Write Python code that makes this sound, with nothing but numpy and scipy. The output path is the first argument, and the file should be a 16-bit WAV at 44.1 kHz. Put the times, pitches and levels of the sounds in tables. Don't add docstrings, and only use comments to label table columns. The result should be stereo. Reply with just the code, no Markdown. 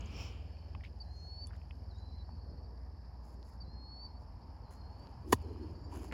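import sys
import numpy as np
from scipy import signal
from scipy.fft import rfft, irfft, next_fast_len
from scipy.io import wavfile
from scipy.ndimage import uniform_filter1d

SR = 44100
rng = np.random.default_rng(int(sys.argv[2]) if len(sys.argv) > 2 else 0)


def persist_wave(psi):
    counts = np.round(np.clip(psi, -1, 1) * 32767).astype(np.int16)
    wavfile.write(sys.argv[1], SR, np.atleast_2d(counts).T)


N = 270405


def gain_of(db):
    return 10 ** (np.asarray(db) / 20)


def evened(x):
    return x / np.sqrt(np.mean(x ** 2) + 1e-20)


def read(points, hz):
    f, value = np.transpose(points)
    return np.interp(np.log(hz + 1), np.log(f + 1), value)


def along(rows):
    s, *columns = np.transpose(rows)
    return [np.interp(np.arange(N) / SR, s, c) for c in columns]


def add(mix, s, sound):
    part = mix[round(s * SR):][:len(sound)]
    part += sound[:len(part)]


def swell(s, rise, hold, fall, db):
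    t = np.arange(N) / SR - s
    return gain_of(db - 20 * np.maximum(np.maximum(-t / rise, (t - hold) / fall), 0))


def resonate(x, hz, width):
    turn = np.exp(2j * np.pi * np.cumsum(hz * np.ones(x.shape[-1])) / SR)
    r = np.exp(-np.pi * width / SR)
    return 2 * (turn * signal.lfilter([1 - r], [1, -r], x / turn)).real


def band(x, hz, width):
    return evened(resonate(resonate(x, hz, width), hz, width))


def flutter(ms):
    size = max(round(ms * SR / 1000), 1)
    return evened(uniform_filter1d(uniform_filter1d(rng.standard_normal(N), size), size))


# frequency in Hz, share of the power that is opposite in left and right (0 to 1).
NEAR_APART = [(60, .01), (300, 0.014), (1000, 0.064), (3000, 0.041), (5000, 0.17), (8000, 0.01),
              (15000, .02)]
FAR_APART = [(60, 0.009), (150, 0.082), (300, 0.21), (800, 0.53), (1500, 0.82), (2500, 0.46), (5500, 0.91),
             (8000, 0.017), (15000, .02)]


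def white(apart):
    size = next_fast_len(N, True)
    alike, opposite = rfft(rng.standard_normal((2, size)))
    share = read(apart, np.fft.rfftfreq(size, 1 / SR))
    pair = np.sqrt(1 - share) * alike + np.sqrt(share) * np.array([opposite, -opposite])
    return irfft(pair, size)[:, :N]


def coloured(x, spectrum):
    size = next_fast_len(N, True)
    gain = gain_of(read(spectrum, np.fft.rfftfreq(size, 1 / SR)))
    return evened(irfft(rfft(x, size) * gain, size)[:, :N])


# frequency in Hz, relative level in dB per Hz.
HUM_COLOUR = [(18, -47), (30, -27.5), (43, -7.5), (70, -5), (150, -14), (260, -18), (355, -23.5),
              (844, -25), (1350, -37.5), (1680, -33.5), (2050, -44), (2800, -54), (3500, -64), (5900, -66),
              (7000, -61), (9000, -62), (11000, -60), (14000, -61), (16000, -79)]
# time in seconds, level in dB.
HUM_LEVEL = [(0, -50), (1, -53.5), (2, -52.5), (3, -52.5), (4, -53.5), (5, -52.5), (6.13, -50)]


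def traffic():
    _, _, grid = signal.stft(coloured(white(FAR_APART), HUM_COLOUR), nperseg=1024)
    patches = uniform_filter1d(rng.standard_normal(grid.shape[1:]), 8, 0)
    patches = evened(uniform_filter1d(patches, 8, 1))
    hum = signal.istft(grid * gain_of(2.1 * patches), nperseg=1024)[1][:, :N]
    return gain_of(along(HUM_LEVEL)[0]) * evened(hum)


# time in seconds, level in dB before a slight flutter, middle pitch in Hz.
TYRES = [(0, -86.5, 780), (1.5, -69.5, 754), (2.5, -66, 846), (3.5, -65, 856), (4.3, -62, 890),
         (5, -60.5, 870), (6.13, -64.5, 890)]


def road():
    db, hz = along(TYRES)
    return gain_of(db + 1.26 * flutter(40)) * band(white(FAR_APART), hz, 450)


# multiple of the firing rate, relative level in dB.
ENGINE_TONES = [(3, 0), (4, 1.5), (5, -5)]
# time in seconds, firings per second.
ENGINE_SPEED = [(0, 19.7), (1.5, 19.73), (3.3, 19.79), (4.2, 19.92), (5.2, 19.8), (6.13, 19.7)]
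# time in seconds, level in dB,
# loss in dB for each multiple above the third, spread of the wavering in dB.
ENGINE_CARRY = [(0, -50, 0, 1.2), (1, -51, 1.5, 1.2), (2.4, -50.5, 0.2, 1.2), (2.8, -50.5, 4.5, 2.5),
                (3.8, -54, 5.5, 2.5), (4.7, -56, 1.5, 2.5), (5.45, -52, -1, 2.5), (6.13, -54, -1, 2.5)]


def engine():
    firings = .07 + np.cumsum(along(ENGINE_SPEED)[0]) / SR
    level_db, loss_db, waver_db = along(ENGINE_CARRY)
    throb = np.zeros(N)
    for k, db in ENGINE_TONES:
        tone_db = level_db + db - loss_db * (k - 3) + waver_db * flutter(70)
        lag = .035 * (k - 4)
        throb += np.sqrt(2) * gain_of(tone_db) * np.cos(2 * np.pi * k * (firings - lag))
    return throb


# pitch in Hz, width of each resonance in Hz, relative level in dB.
INSECT_BANDS = [(4623, 530, -2.5), (5110, 440, -4)]
# time in seconds, level in dB.
INSECT_LEVEL = [(0, -66.5), (1, -70), (2, -69), (3, -69.5), (4, -70), (5, -69.5), (6.13, -66.5)]


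def insects():
    chorus = sum(gain_of(db + 1.8 * flutter(8)) * band(white(FAR_APART), hz, width)
                 for hz, width, db in INSECT_BANDS)
    return gain_of(along(INSECT_LEVEL)[0]) * chorus


WHISTLE_CLIMB = [(0, 0, 0), (.12, .22, .33), (.36, .35, .58), (.5, .46, .68), (.66, .59, .8),
                 (.76, .64, .8), (.84, .75, .83), (.95, 1, .97), (1, .95, 1)]
HOOK_UP_S, HOOK_DOWN_S = .016, .03
HOOK_FROM = .91
SHOULDER_S, SHOULDER = .008, .975
END_S, END_DROP, END_DB = .014, .96, -25


def whistle(start, length, top_hz, low_hz, last_hz, hook_db, low_db, last_db, late):
    share, rise, grow = np.transpose(WHISTLE_CLIMB)
    hook = HOOK_UP_S + HOOK_DOWN_S
    climb_s = hook + share * (length - hook)
    climb_hz = low_hz + rise ** late * (last_hz - low_hz)
    climb_db = low_db + grow ** max(late, 1) * (last_db - low_db)
    s = [0, HOOK_UP_S - SHOULDER_S, HOOK_UP_S, HOOK_UP_S + SHOULDER_S, *climb_s, length + END_S]
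    shoulder_hz = SHOULDER * top_hz
    hz = [HOOK_FROM * top_hz, shoulder_hz, top_hz, shoulder_hz, *climb_hz, END_DROP * last_hz]
    db = [hook_db - 15, hook_db - 2.5, hook_db, hook_db - 2.5, *climb_db, last_db + END_DB]
    return start + np.array(s), hz, db


# start in seconds, length in seconds, top of the hook in Hz, low pitch in Hz,
# last pitch in Hz, then the levels of hook, low and last in dB (all birds are later raised together),
# lateness of the climb (1 is even), phase in radians added on the left and taken off on the right.
WHISTLES = [(.42, .26, 4600, 4500, 4480, -90, -84, -77, 1, .07),
            (.998, .45, 4680, 4040, 4550, -49, -80, -49.5, .8, 0),
            (1.968, .06, 6900, 6600, 6600, -82, -95, -99, 1, 0),
            (3.6, .466, 4710, 4090, 4570, -53, -80, -51, 1, 0),
            (3.905, .275, 4700, 4200, 4540, -69, -82, -67, 2.2, .13),
            (5.4, .47, 7270, 6550, 7050, -84, -106, -88, 2, 0)]
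# time in seconds, pitch in Hz, level in dB (as above).
TUNES = [
    [(1.885, 4640, -76), (1.9, 4630, -69), (1.916, 4020, -73), (1.93, 3880, -74), (1.95, 3830, -75),
     (2.01, 4060, -72), (2.028, 3980, -69), (2.1, 4020, -72), (2.13, 4030, -68), (2.165, 4140, -68),
     (2.212, 3970, -65), (2.235, 4030, -76)],
    [(1.975, 4600, -80), (1.99, 4560, -74), (2.012, 4060, -74), (2.06, 4130, -70), (2.1, 4120, -73),
     (2.14, 4370, -74), (2.21, 4360, -74), (2.25, 4460, -72), (2.34, 4510, -69), (2.38, 4500, -72),
     (2.42, 4620, -71), (2.5, 4560, -73), (2.55, 4630, -68), (2.61, 4600, -76)],
    [(2.3, 4420, -78), (2.34, 4380, -74), (2.38, 4240, -76), (2.43, 4310, -73), (2.56, 4310, -72),
     (2.62, 4480, -72), (2.67, 4700, -69), (2.7, 4700, -80)],
    [(4.625, 4400, -78), (4.64, 4520, -70), (4.665, 4110, -75), (4.71, 4130, -74), (4.77, 4290, -75),
     (4.81, 4270, -77), (4.85, 4240, -67), (4.92, 4340, -74), (4.98, 4460, -69), (5.035, 4630, -62),
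     (5.05, 4600, -65), (5.062, 4500, -85)],
    [(5.4, 4600, -78), (5.415, 4760, -69), (5.44, 4180, -77), (5.49, 4120, -86), (5.53, 4150, -76),
     (5.6, 4230, -81), (5.64, 4420, -74), (5.72, 4450, -80), (5.8, 4530, -75), (5.865, 4710, -70),
     (5.91, 4600, -76), (5.955, 4700, -71), (5.97, 4650, -82)],
]
TUNE_BEARINGS = [0, 1.7, 1.7, .48, .17]


def birds():
    out = np.zeros((N, 2))
    waver, tremble, wander = flutter(3), flutter(7.6), flutter(25)
    calls = [(whistle(*row[:-1]), row[-1]) for row in WHISTLES]
    calls += [(np.transpose(tune), bearing) for tune, bearing in zip(TUNES, TUNE_BEARINGS)]
    for (s, hz, db), bearing in calls:
        t = np.arange(s[0], s[-1], 1 / SR)
        at = (t * SR).astype(int)
        loud_db = np.interp(t, s, db)
        faint = np.clip(-63.5 - loud_db, 0, 12)
        pitch = uniform_filter1d(np.interp(t, s, hz), 300, mode="nearest")
        pitch = pitch * (1 + 0.0016 * waver[at] + .0006 * faint * wander[at])
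        level = gain_of(loud_db + (.65 + .3 * faint) * tremble[at])
        level = level * signal.windows.tukey(len(t), 400 / len(t))
        angle = 2 * np.pi * np.cumsum(pitch) / SR + bearing * np.array([[1], [-1]])
        add(out, s[0], (np.sqrt(2) * level * np.sin(angle)).T)
    t = np.arange(SR // 4) / SR
    trees = rng.standard_normal((2, len(t))) * gain_of(-60 * t / 0.31) * (t > .012)
    trees = trees / np.linalg.norm(trees[0])
    smear = signal.oaconvolve(out.T, trees, axes=1)[:, :N]
    return gain_of(1) * (out.T + gain_of(-15.5) * smear)


# start in seconds, level in dB before a boost shared by all ticks,
# pitch in Hz, cycles until the ring has lost 30 dB.
GEAR_TICKS = [(.008, -55, 5700, 35), (.008, -52, 6500, 40), (.008, -58, 7900, 40), (.058, -56, 6800, 30),
              (.061, -55, 6300, 35), (0.569, -54, 2520, 13), (.627, -57, 2800, 8), (.807, -55, 2300, 7),
              (.809, -56, 1900, 8), (.836, -46, 1300, 3), (.836, -48, 3000, 9), (.8375, -47, 2000, 9),
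              (.8402, -44.5, 2200, 14), (.8488, -43, 2260, 14), (.8425, -51, 3100, 8), (.846, -52, 2800, 7),
              (.846, -54, 3900, 9), (.852, -49.5, 3800, 10), (.8565, -52, 2600, 7), (.861, -50, 2900, 7),
              (.861, -54, 2000, 7), (.867, -52, 2600, 9), (.876, -53, 2500, 8), (.951, -45, 800, 4),
              (0.9894, -46, 5200, 2.3), (1.493, -47, 840, 5), (1.508, -44, 1500, 4.5),
              (1.513, -52, 1700, 8), (1.533, -45, 1400, 4.5), (1.553, -52, 1900, 5), (1.567, -63, 3100, 12),
              (2.185, -66, 3400, 9.2), (2.291, -40, 900, 4.5), (2.708, -44, 800, 4), (4.22, -46, 650, 4),
              (3.4286, -40.5, 4730, 4.6), (5.56, -47, 1150, 5), (5.027, -54, 3100, 3.5),
              (5.071, -43, 3000, 3), (5.071, -45, 4400, 9), (6.114, -34.5, 2000, 3.3),
              (6.124, -37.5, 1660, 16)]
# start in seconds, level in dB (as above), lowest pitch in Hz,
# extra level of the lowest tone in dB.
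HOLLOW_KNOCKS = [(.7497, -43, 1060, 6.5), (1.616, -56, 1060, 0), (1.7088, -43.5, 1070, -10)]
# multiple of the lowest pitch, relative level in dB, cycles (as above).
HOLLOW_TONES = [(1, 0, 4.5), (2.1, -6, 12), (2.42, 2, 12), (2.75, -3, 13)]
# pitch in Hz, level in dB (as above), cycles (as above).
METAL_SNAP = [(2920, -57, 12), (3480, -70, 220), (6000, -48, 12), (7900, -45.5, 21), (10000, -49, 68)]
SNAP_S = 1.4706


def ticks():
    out, t = np.zeros(N), np.arange(1500) / SR
    rings = list(GEAR_TICKS)
    for s, db, hz, low_db in HOLLOW_KNOCKS:
        for k, tone_db, cycles in HOLLOW_TONES:
            rings.append((s, db + tone_db + low_db * (k < 1.5), hz * k, cycles))
    rings += [(SNAP_S, db, hz, cycles) for hz, db, cycles in METAL_SNAP]
    for s, db, hz, cycles in rings:
        start_cycles = np.clip(cycles / 3.5, 1.7, 3)
        soft_start = np.sin(np.pi / 2 * np.minimum(t * hz / start_cycles, 1)) ** 2
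        fade = gain_of(-30 * t * hz / cycles) * soft_start
        shake = band(rng.standard_normal(len(t)), hz, 2 * hz / cycles)
        add(out, s, gain_of(db + 4.5) * fade * (np.sin(2 * np.pi * hz * t) + 0.17 * shake))
    return out


# time of the peak in seconds,
# rise in seconds, fall in seconds, level in dB, pitch in Hz, width of each resonance in Hz, lumpiness in dB.
GEAR_CRUNCHES = [(.22, 0.079, .07, -53.5, 5380, 696, 0), (.22, .06, .07, -70, 6940, 600, -1),
                 (.22, 0.067, 0.058, -71, 14400, 2500, 1.5), (.808, .003, .008, -64, 1800, 1300, 4),
                 (0.838, 0.002, 0.035, -60, 2600, 2000, 6), (1.2, 0.078, 0.091, -76.5, 6160, 1200, 2.5),
                 (1.475, .003, 0.017, -67, 9600, 1200, 6), (1.52, 0.02, 0.047, -70, 1500, 1200, 5),
                 (1.555, .005, 0.015, -77, 3700, 800, 2.5), (5.93, 0.011, 0.018, -54, 940, 200, 2),
                 (6.124, 0.0047, 0.022, -45, 1300, 2400, 5.5)]


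def crunches():
    out, t = np.zeros((N, 2)), np.arange(N) / SR
    noise, lumps = white(NEAR_APART), flutter(1.3)
    for s, rise, fall, db, hz, width, lumpy_db in GEAR_CRUNCHES:
        near = slice(max(round((s - 3 * rise) * SR), 0), round((s + 3 * fall) * SR))
        bell = np.exp(-((t[near] - s) / np.where(t[near] < s, rise, fall)) ** 2)
        grains = noise[:, near] * gain_of(lumpy_db * lumps[near])
        add(out, t[near][0], (gain_of(db) * bell * band(grains, hz, width)).T)
    return out.T


# time of full level in seconds, rise, hold and fall in seconds,
# level in dB, brightness from 0 (dull cloth) to 1 (crisp grass).
RUBS = [(0, .1, .1, .3, -60, .01), (.5, .2, .25, .3, -74, .02), (.2, .22, .02, .27, -51, .008),
        (1.1, .9, .5, 1.5, -78, .55), (3.25, .05, .09, .045, -72, 1), (3.47, .1, .07, .045, -71, 1),
        (4.22, .07, .004, .06, -76, 1), (4.715, .018, .004, .07, -59.5, 1), (4.5, 1.2, .4, .5, -83, .45),
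        (5.05, .3, .004, .25, -72.5, .45), (5.4, .33, .004, .2, -68, .35), (5.5, .2, .2, .2, -72, .25),
        (5.958, .02, .002, .025, -55, .95), (5.925, .03, .12, .12, -59.5, .82)]
# frequency in Hz, relative level in dB per Hz.
CLOTH_COLOUR = [(200, -6), (350, -3), (1250, -6.5), (1900, -18), (2400, -1), (2700, -4), (3050, 0),
                (3400, -11), (3900, -17), (4800, -14.5), (5500, -17.5), (6100, -28), (7000, -21),
                (9000, -32), (12000, -42.5), (15500, -37)]
GRASS_COLOUR = [(300, 3.5), (1000, 9.5), (3000, -13), (5000, -8.5), (7000, -1.5), (9000, -11), (10500, -3),
                (12000, -10), (13500, -13), (15300, -9), (16000, -20)]


def rustle():
    power = np.array([swell(*row[:-1]) ** 2 for row in RUBS])
    bright = np.array(RUBS)[:, -1]
    grains = gain_of(3.2 * flutter(1.5) + 1.8 * flutter(15))
    cloth = coloured(white(NEAR_APART), CLOTH_COLOUR)
    grass = coloured(white(NEAR_APART) * grains, GRASS_COLOUR)
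    return np.sqrt((1 - bright) @ power) * cloth + np.sqrt(bright @ power) * grass


# time of full level in seconds, rise, hold and fall in seconds,
# level in dB before the strands are weighted, pitch in Hz that the strands lie around.
AIR_MOANS = [(5.27, .05, .05, .065, -50, 330), (5.455, .055, .15, .3, -49.5, 315),
             (5.945, .09, .1, .06, -49.5, 315), (6.125, .07, .01, .05, -50, 300)]
# time of full level in seconds,
# rise, hold and fall in seconds, level in dB before a fast flutter.
HEAD_SWISHES = [(5.3, .04, .05, .035, -63), (5.3255, .0035, .0055, .011, -30)]
# frequency in Hz, relative level in dB per Hz.
RIP_COLOUR = [(300, -40), (1000, -22), (1800, -17), (2400, -27), (3200, -14), (5000, -11), (7600, -10),
              (10400, -9), (13000, -14), (15500, -14)]


def swing():
    levels = np.array([swell(*row[:-1]) for row in AIR_MOANS])
    hz = uniform_filter1d(np.array(AIR_MOANS)[levels.argmax(0), -1], 2000)
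    strands = sum(gain_of(db + 2.2 * flutter(27)) * band(white(NEAR_APART), hz * k, 90)
                  for k, db in ((.78, -2), (1.02, 3), (1.35, -7)))
    rip = coloured(white(NEAR_APART), RIP_COLOUR) * gain_of(3.3 * flutter(0.19))
    return levels.sum(0) * evened(strands) + sum(swell(*row) for row in HEAD_SWISHES) * rip


# start of the push in seconds, relative force in dB.
PUSHES = [(5.3244, -27), (5.3256, -22), (5.3269, -11), (5.3279, -14), (5.3296, -6.5), (5.3327, -24),
          (5.3338, -17), (5.3349, -18), (5.337, -25)]
# time of full level in seconds,
# rise, hold and fall in seconds, relative force in dB.
SOIL_GRIT = (5.326, .004, .007, .007, -35)
# pitch in Hz, relative level in dB, seconds to fall by 60 dB.
STRIKE_TONES = [(255, -8.5, 0.05), (335, 3, 0.024), (446, -1.5, 0.023), (631, -13, .025), (1045, 0, .018),
                (1183, -12, .014), (1303, -18, .014), (1710, -13, 0.013), (1882, -7, .013),
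                (2170, -17, .012), (2610, -14, .016), (2980, -8, 0.022), (3480, -4, 0.022), (3900, -3, .02),
                (4480, 3, .02), (5280, -1, .018), (5930, 2, .018), (6360, 0, .018), (6770, 8, .018),
                (7700, 5, .016)]


def strike():
    t = np.arange(8000) / SR
    force = swell(*SOIL_GRIT) * flutter(.1)
    for s, db in PUSHES:
        add(force, s, gain_of(db) * np.hanning(21))
    ring = sum(gain_of(db - 60 * t / t60) * np.sin(2 * np.pi * hz * t) for hz, db, t60 in STRIKE_TONES)
    bass_cut = signal.butter(3, 225, "high", fs=SR, output="sos")
    rung = signal.sosfilt(bass_cut, signal.oaconvolve(force, ring)[:N])
    thud = np.zeros(N)
    thud_level = gain_of(-25.5 - 60 * t / 0.099) * np.minimum(t / 0.0044, 1)
    add(thud, 5.332, thud_level * np.sin(2 * np.pi * 105 * t))
    return thud + gain_of(-28.8) * rung


def scene():
    far = traffic() + road() + engine() + insects() + birds()
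    near = ticks() + crunches() + rustle()
    return far + near + swing() + strike()


# frequency in Hz, radians by which the left leads the right.
PAIR_PHASE = [(0, 0), (500, .1), (1100, .5), (2200, .8), (3800, 1.5), (4200, .7), (4700, .9), (5600, 1.8),
              (6400, .4), (7300, -1.2), (8600, -3.1), (9700, -4.6), (10600, -6.2), (11600, -6.4),
              (13100, -9.4), (14200, -9.5), (15200, -12.5)]
# frequency in Hz, left minus right in dB.
PAIR_BALANCE = [(60, 2.5), (200, 0.5), (400, 0.5), (900, 6), (1500, -1), (2500, 0), (4500, -1.5),
                (6500, -0.5), (15000, 0)]


def record(dry):
    size = next_fast_len(N, True)
    hz = np.fft.rfftfreq(size, 1 / SR)
    phase = np.interp(hz, *np.transpose(PAIR_PHASE))
    half = np.exp(.5j * phase) * gain_of(read(PAIR_BALANCE, hz) / 2)
    pair = irfft(rfft(dry, size) * np.array([half, 1 / half]), size)[:, :N]
    treble_cut = signal.firwin(511, 16150, window=("kaiser", 9), fs=SR)
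    return signal.oaconvolve(pair, treble_cut[None], "same")


dry = scene()
out = record(dry)
persist_wave(out)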